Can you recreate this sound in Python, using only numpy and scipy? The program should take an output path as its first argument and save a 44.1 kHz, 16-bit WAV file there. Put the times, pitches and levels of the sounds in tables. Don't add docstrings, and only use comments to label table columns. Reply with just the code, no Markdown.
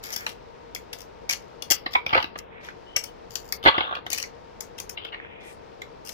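import sys
import numpy as np
from scipy import signal
from scipy.fft import rfft, irfft, next_fast_len
from scipy.io import wavfile
from scipy.ndimage import uniform_filter1d, minimum_filter1d

SR = 44100
rng = np.random.default_rng(int(sys.argv[2]) if len(sys.argv) > 2 else 0)


def waveform_to_disk(signal):
    frames = np.transpose(np.atleast_2d(signal))
    scaled = np.clip(frames, -1, 1) * 32767
    samples = np.round(scaled).astype(np.int16)
    wavfile.write(sys.argv[1], SR, samples)


N = 270333
TIME_S = np.arange(N) / SR

# (frequency [Hz], relative density [dB])
FAN_SPECTRUM = [(26, -14.5), (45, -1.5), (125, -6.5), (290, -9.5), (461, -7.5), (917, -12), (1990, -19.5),
                (5410, -31), (9000, -51), (13000, -87.5)]
# (frequency [Hz], left minus right [dB])
FAN_PAN = [(40, -11), (130, 4.5), (450, 11), (900, -2.5), (2200, 6.5), (3500, 7.5), (5500, 22.5)]
# (frequency [Hz], left-right correlation [-1..1])
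FAN_CORRELATION = [(60, 0.59), (450, -0.43), (950, -0.67), (1600, 0.56), (4000, 0.27)]
# (frequency [Hz], width [Hz], level [dB], left minus right [dB])
FAN_MODES = [(464.8, 14, -54.5, 8), (923.4, 12, -61, 8.5)]
# (start [s], end [s], resonance [Hz], width [Hz], level [dB])
RUB_STROKES = [(0.017, 0.268, 1570, 1800, -45.5), (2.5, 2.74, 1770, 1490, -51.5),
               (2.848, 3.123, 3040, 130, -51), (3.685, 3.878, 2950, 600, -33.5),
               (5.12, 5.538, 2270, 1500, -49), (5.425, 5.558, 7400, 8100, -56)]
# (start [s], end [s], level [dB], bite depth [0..1])
SCRAPE_STROKES = [(0.028, 0.128, -38.5, 0.12), (0.123, 0.249, -45.5, 0.15), (0.265, 0.318, -42, 0.39),
                  (0.975, 1.02, -46, 0.19), (1.907, 1.955, -40.5, 0.16), (2.091, 2.215, -31, 0.69),
                  (2.376, 2.394, -41, 0.3), (2.629, 2.692, -48.5, 0.42), (3.296, 3.56, -47, 0),
                  (3.721, 3.98, -33.5, 0.98), (4.111, 4.226, -35.5, 0.33), (4.979, 5.094, -47.5, 0.77),
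                  (6.048, 6.125, -41, 0.13)]
# (bite depth [0..1], shell [dB], struts [dB], crack [dB])
BITE_MIX = [(0, -18.5, -15.5, -3), (.3, -12, -1, 4), (0.503, -9.5, -1.5, -9), (.7, -2, -0.5, -13),
            (.8, -9.5, 7.5, -23), (1, 3.5, -5.5, -25)]
# (frequency [Hz], width [Hz], gain [dB])
PRINT_MODES = [(72, 30, -10), (340, 85, -9.5), (543, 75, -6.5), (853, 246, 0.5), (943, 140, 2.5),
               (1140, 150, 0), (1560, 300, -3.5)]
# (frequency [Hz], width [Hz], gain [dB])
STRUT_BLADE_MODES = [(1940, 550, -5.5), (2274, 480, -2.5), (2713, 560, -2.5), (3316, 410, -0.5),
                     (3930, 680, -9.5), (5150, 1200, -14)]
# (frequency [Hz], width [Hz], gain [dB])
FRACTURE_MODES = [(4636, 900, 1.5), (5610, 810, 5.5), (6900, 1500, -0.5), (7850, 1900, -4.5),
                  (11290, 6000, -10.5), (14900, 520, -6)]
# (time [s], length [s], level [dB], bite depth [0..1])
SUPPORT_BREAKS = [(0.125, 0.013, -26.5, 0), (0.1611, 0.001, -20, 0), (0.264, 0.00053, -22.5, 0.57),
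                  (0.748, 0.00087, -30, 0.22), (0.929, 0.0039, -34, 0.34), (1.2916, 0.0053, -24, 0.32),
                  (1.3, 0.032, -27.5, 0.25), (1.6214, 0.0016, -30.5, 0.35), (1.7019, 0.017, -12.5, 0.14),
                  (1.762, 0.00023, -37, 0.1), (1.86, 0.004, -26, 0.71), (1.935, 0.00066, -30, 0.32),
                  (1.9488, 0.0078, -19, 0.72), (2.062, 0.0024, -22, 0.48), (2.127, 0.0069, -20, 0.95),
                  (2.136, 0.049, -22, 0.98), (2.146, 0.0022, -20, 0.72), (2.194, 0.00044, -39, 0.57),
                  (2.225, 0.0029, -25.5, 0.46), (2.241, 0.0015, -27, 0.65), (2.355, 0.004, -36, 0.97),
                  (2.9622, 0.0053, -22.5, 0.28), (3.038, 0.0016, -27, 0.04), (3.354, 0.0019, -24.5, 0.18),
                  (3.5232, 0.00033, -20, 0.11), (3.628, 0.048, -26.5, 0.43), (3.651, 0.038, -13, 0.94),
                  (3.664, 0.0044, -16, 0.98), (3.779, 0.00078, -20, 0.93), (3.8053, 0.0024, -22.5, 0.92),
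                  (3.95, 0.0021, -28, 0.53), (4.063, 0.0024, -32, 0.7), (4.1012, 0.0019, -25, 0.01),
                  (4.129, 0.0032, -22.5, 0.18), (4.181, 0.0015, -30, 0.33), (4.605, 0.0022, -25.5, 0),
                  (4.78, 0.0064, -36, 0.39), (4.7995, 0.0011, -26, 0.01), (4.893, 0.0033, -28, 0),
                  (4.971, 0.012, -37.5, 0.82), (5.048, 0.0023, -30.5, 0.5), (5.121, 0.025, -36, 0.86),
                  (5.817, 0.0013, -33.5, 0.52), (6.091, 0.0015, -36, 0.23)]
# (time [s], pitch [Hz], decay to 1/e [cycles], level [dB])
STRUT_KNOCKS = [(0.761, 2155, 3.3, -41.5), (1.953, 993, 9.2, -20.5), (2.687, 1560, 1.5, -40),
                (2.962, 2320, 3.7, -30), (2.962, 5620, 27, -21.5), (3.662, 2037, 33, -18.5),
                (3.936, 1500, 3.4, -35), (4.2385, 2150, 2.5, -38.5), (5.2, 1795, 2.2, -42.5),
                (5.248, 1700, 2.4, -46)]
# (start [s], end [s], lower edge [Hz])
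TREBLE_DIPS = [(1.76, 2.36, 4930), (2.4, 2.609, 3450), (3.573, 4.057, 4310), (4.955, 5.114, 4550),
               (5.115, 5.405, 3300)]
# (frequency [Hz], T60 [s], level [dB])
ROOM_TAIL = [(203, 0.15, -23), (1262, 0.16, -11), (2950, 0.19, -11), (7000, 0.13, -7), (15000, 0.15, -10)]
# (frequency [Hz], gain [dB])
RIGHT_PORT = [(300, 1), (1700, 1), (2200, 4.5), (2900, -7.5), (4200, -10.5), (6200, -25)]


def from_db(db):
    return 10 ** (np.asarray(db) / 20)


def unit_rms(x):
    return x / np.sqrt(np.mean(x ** 2) + 1e-20)


def at_level(sound, db, window_s):
    power = np.mean(sound[:, :int(window_s * SR)] ** 2, axis=1, keepdims=True)
    return sound * from_db(db) / np.sqrt(power + 1e-20)


def at_hz(points, hz):
    known_hz, values = np.transpose(points)
    return np.interp(np.log(np.maximum(hz, 1)), np.log(known_hz), values)


def butter(x, kind, hz, order=2):
    return signal.sosfilt(signal.butter(order, hz, kind, fs=SR, output="sos"), x)


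def resonate(x, hz, width_hz):
    r = np.exp(-np.pi * width_hz / SR)
    feedback = [1, -2 * r * np.cos(2 * np.pi * hz / SR), r * r]
    return signal.lfilter(np.array([1, 0, -1]) * (1 - r * r) / 2, feedback, x + 1e-18)


def add(track, time_s, sound):
    start = max(round(time_s * SR), 0)
    track[:, start:start + sound.shape[1]] += sound[:, :N - start]


def grains(size, per_s, spread_db):
    sizes = from_db(spread_db * np.minimum(rng.exponential(1, size), 4))
    return (rng.random(size) < per_s / SR) * sizes * rng.choice([-1, 1], size)


def evened(paths, share=0.41):
    size = next_fast_len(2 * paths.shape[1])
    spectrum = rfft(paths, size)
    cepstrum = irfft(np.log(np.abs(spectrum) + 1e-9), size)[:, :size // 2]
    return irfft(spectrum * np.exp(-2 * share * rfft(cepstrum, size)), size)[:, :paths.shape[1]]


def scatter(x, decay_s, echo_db, correlation):
    t = TIME_S[:SR // 12]
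    shared = np.sqrt(correlation) * rng.standard_normal(len(t))
    separate = np.sqrt(1 - correlation) * rng.standard_normal((2, len(t)))
    paths = (shared + separate) * np.exp(-t / decay_s)
    paths *= from_db(echo_db) / np.linalg.norm(paths, axis=1, keepdims=True)
    paths[:, 0] = 1
    return signal.fftconvolve(x[None], evened(paths), axes=1)[:, :len(x)]


def strike(force, modes, detune, spread_db):
    jitter = rng.standard_normal((len(modes), 2))
    ring = 0
    for k, (hz, width_hz, db) in enumerate(modes):
        gain = (-1) ** k * from_db(db + spread_db * jitter[k, 0])
        ring += gain * resonate(force, hz * np.exp(detune * jitter[k, 1]), width_hz)
    return ring


def fan(air_db=-45.5):
    hz, sides = np.fft.rfftfreq(N, 1 / SR), np.array([[1], [-1]])
    mid, side = rfft(rng.standard_normal((2, N)))
    correlation = at_hz(FAN_CORRELATION, hz)
    side_gain = np.sqrt((1 - correlation) / (1 + correlation))
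    spectrum = (mid + sides * side * side_gain) * from_db(at_hz(FAN_SPECTRUM, hz))
    pan = from_db(sides * at_hz(FAN_PAN, hz) / 2)
    air = from_db(air_db) * unit_rms(irfft(spectrum * pan / pan.mean(axis=0), N))
    hum = 0
    for mode_hz, width_hz, db, pan_db in FAN_MODES:
        tone = unit_rms(resonate(rng.standard_normal((2, N)), mode_hz, width_hz))
        hum += from_db(db + sides * pan_db / 2) * tone
    return air + butter(hum, "low", 2100, order=4)


def rubs(slips_per_s=1500, fade_s=0.034):
    out, t = np.zeros((2, N)), TIME_S[:SR // 2]
    for start_s, end_s, hz, width_hz, db in RUB_STROKES:
        length_s = end_s - start_s
        pressure = np.clip(np.minimum(t, length_s - t) / fade_s, 0, 1)
        force = grains(len(t), slips_per_s, spread_db=1.5) * pressure
        creak = resonate(resonate(force, hz, width_hz), hz, width_hz)
        creak = scatter(creak, decay_s=0.0029, echo_db=3.0, correlation=0.5)
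        add(out, start_s, at_level(creak, db, length_s))
    return out


def scrapes(grip_s=0.004, release_s=0.0099, catches_per_s=95, ease_db=-7.5):
    out, t = np.zeros((2, N)), TIME_S[:SR // 2]
    for start_s, end_s, db, depth in SCRAPE_STROKES:
        length_s = end_s - start_s
        grip = 1 - np.exp(-t / grip_s)
        release = np.exp(-np.maximum(t - length_s, 0) / release_s)
        pressure = grip * release * from_db(ease_db * t / length_s)
        force = grains(len(t), per_s=4500, spread_db=3.5) * judder(len(t), catches_per_s) * pressure
        add(out, start_s, bite(force, db, depth, push_s=0, window_s=length_s))
    return out


def judder(size, per_s, spread_db=3.5, fade_s=0.0013, floor=0.12):
    gap_jitter, level_jitter = rng.standard_normal((2, 200))
    gaps_s = np.exp(0.35 * gap_jitter) / per_s
    starts_s, t = np.cumsum(gaps_s) - gaps_s[0], TIME_S[:size]
    latest = np.searchsorted(starts_s, t, side="right") - 1
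    return floor + from_db(spread_db * level_jitter[latest]) * np.exp((starts_s[latest] - t) / fade_s)


def bite(force, db, depth, push_s, window_s, tip_depth=0.34, tip_hz=8850):
    depths, *shares_db = np.transpose(BITE_MIX)
    thinning = np.clip(1 - depth / tip_depth, 0, 1)
    tip_force = force - thinning * butter(force, "low", tip_hz, order=1)
    parts = shell(force, push_s), struts(force), crack(tip_force)
    return sum(at_level(part, db + np.interp(depth, depths, share_db), window_s)
               for part, share_db in zip(parts, shares_db))


def shell(force, push_s, thin_below_s=0.00091):
    thinning = 1 - min(push_s / thin_below_s, 1)
    force = force - thinning * butter(force, "low", 1200, order=1)
    knock = strike(force, PRINT_MODES, detune=0.039, spread_db=0.4)
    knock = butter(knock, "low", 1900, order=4)
    return scatter(knock, decay_s=0.007, echo_db=-3.0, correlation=0.37)


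def struts(force):
    tick = strike(force, STRUT_BLADE_MODES, detune=0.043, spread_db=3.5)
    tick = butter(tick, "low", 4700, order=8)
    tick = butter(tick, "high", 1600, order=3)
    return scatter(tick, decay_s=0.0044, echo_db=6.0, correlation=0.23)


def crack(force):
    snap = strike(force, FRACTURE_MODES, detune=0.004, spread_db=1.05)
    snap = butter(snap, "high", 3980, order=3)
    return scatter(snap, decay_s=0.0028, echo_db=3.5, correlation=0.5)


def breaks(ring_s=0.0074, rise_s=0.0007, crumble_s=0.0015, skid_db=-21.5, slips_per_s=140):
    out, t = np.zeros((2, N)), TIME_S[:SR // 3]
    for time_s, length_s, db, depth in SUPPORT_BREAKS:
        after_s, swell_s = np.maximum(t - length_s, 0), 0.086 * length_s
        tear = (1 - np.exp(-t / (rise_s + swell_s))) * np.exp(-after_s / (crumble_s + swell_s))
        skid = from_db(skid_db) * (t > length_s) * np.exp(-after_s / (2.4 * length_s))
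        slips = judder(len(t), max(slips_per_s, 3 / length_s))
        fractures = grains(len(t), per_s=7000, spread_db=2.5) * tear
        catches = grains(len(t), per_s=2500, spread_db=1.0) * skid
        force = slips * (fractures + catches)
        force[int(rise_s * SR)] += 1.1
        add(out, time_s, bite(force, db, depth, push_s=length_s, window_s=length_s + ring_s))
    return out


def knocks(glide=0.07):
    out, t = np.zeros((2, N)), TIME_S[:SR // 10]
    for time_s, hz, cycles, db in STRUT_KNOCKS:
        decay = np.exp(-t * hz / cycles)
        attack = 1 - decay ** 10
        pitch_hz = hz * (1 + glide * (decay - 0.5))
        ring = np.sin(2 * np.pi * np.cumsum(pitch_hz) / SR) * decay * attack
        ring = scatter(ring, decay_s=0.004, echo_db=3.0, correlation=0.36)
        add(out, time_s, at_level(ring, db, window_s=0.023))
    return out


def treble_dips(x, dip_db=-15, edge_ratio=1.23):
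    out, size = x, next_fast_len(N)
    spectrum, hz = rfft(x, size), np.fft.rfftfreq(size, 1 / SR)
    for start_s, end_s, edge_hz in TREBLE_DIPS:
        gate = uniform_filter1d(1.0 * ((TIME_S >= start_s) & (TIME_S < end_s)), size=600)
        shelf = at_hz([(edge_hz, 0), (edge_hz * edge_ratio, 1), (10000, 1), (13500, 0.7)], hz)
        treble = irfft(spectrum * shelf, size)[:, :N]
        out = out - treble * gate * (1 - from_db(dip_db))
    return out


def room(x, build_s=0.0084):
    t, table, tail = TIME_S[:SR // 2], np.array(ROOM_TAIL), 0
    edges_hz = np.geomspace(60, 17000, 9)
    for low_hz, high_hz in zip(edges_hz, edges_hz[1:]):
        t60_s, db = (at_hz(table[:, [0, k]], np.sqrt(low_hz * high_hz)) for k in (1, 2))
        envelope = from_db(-60 * t / t60_s) * (1 - np.exp(-t / build_s))
        noise = butter(rng.standard_normal((2, len(t))), "band", [low_hz, high_hz])
        tail += from_db(db) * noise * envelope / np.linalg.norm(envelope)
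    return signal.fftconvolve(x, tail, axes=1)[:, :N]


def ports(x, in_phase_hz=480, opposed_hz=1000):
    left, right = x
    hz = np.fft.rfftfreq(N, 1 / SR)
    lag_rad = np.interp(hz, [in_phase_hz, opposed_hz], [0, np.pi])
    response = from_db(at_hz(RIGHT_PORT, hz)) * np.exp(-1j * lag_rad)
    return np.array([left, irfft(rfft(right) * response, N)])


def scene():
    work = breaks() + scrapes() + rubs() + knocks()
    hiss = from_db([[-77], [-87]]) * rng.standard_normal((2, N))
    return treble_dips(ports(work + room(work)) + fan() + hiss)


def record(dry, ceiling=0.9, cutoff_hz=16300):
    max_gain = np.minimum(ceiling / (np.abs(dry).max(axis=0) + 1e-9), 1)
    gain = uniform_filter1d(minimum_filter1d(max_gain, size=45), size=45)
    lowpass = signal.ellip(12, 0.2, 100, cutoff_hz, fs=SR, output="sos")
    return signal.sosfilt(lowpass, dry * gain)


dry = scene()
out = record(dry)
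waveform_to_disk(out)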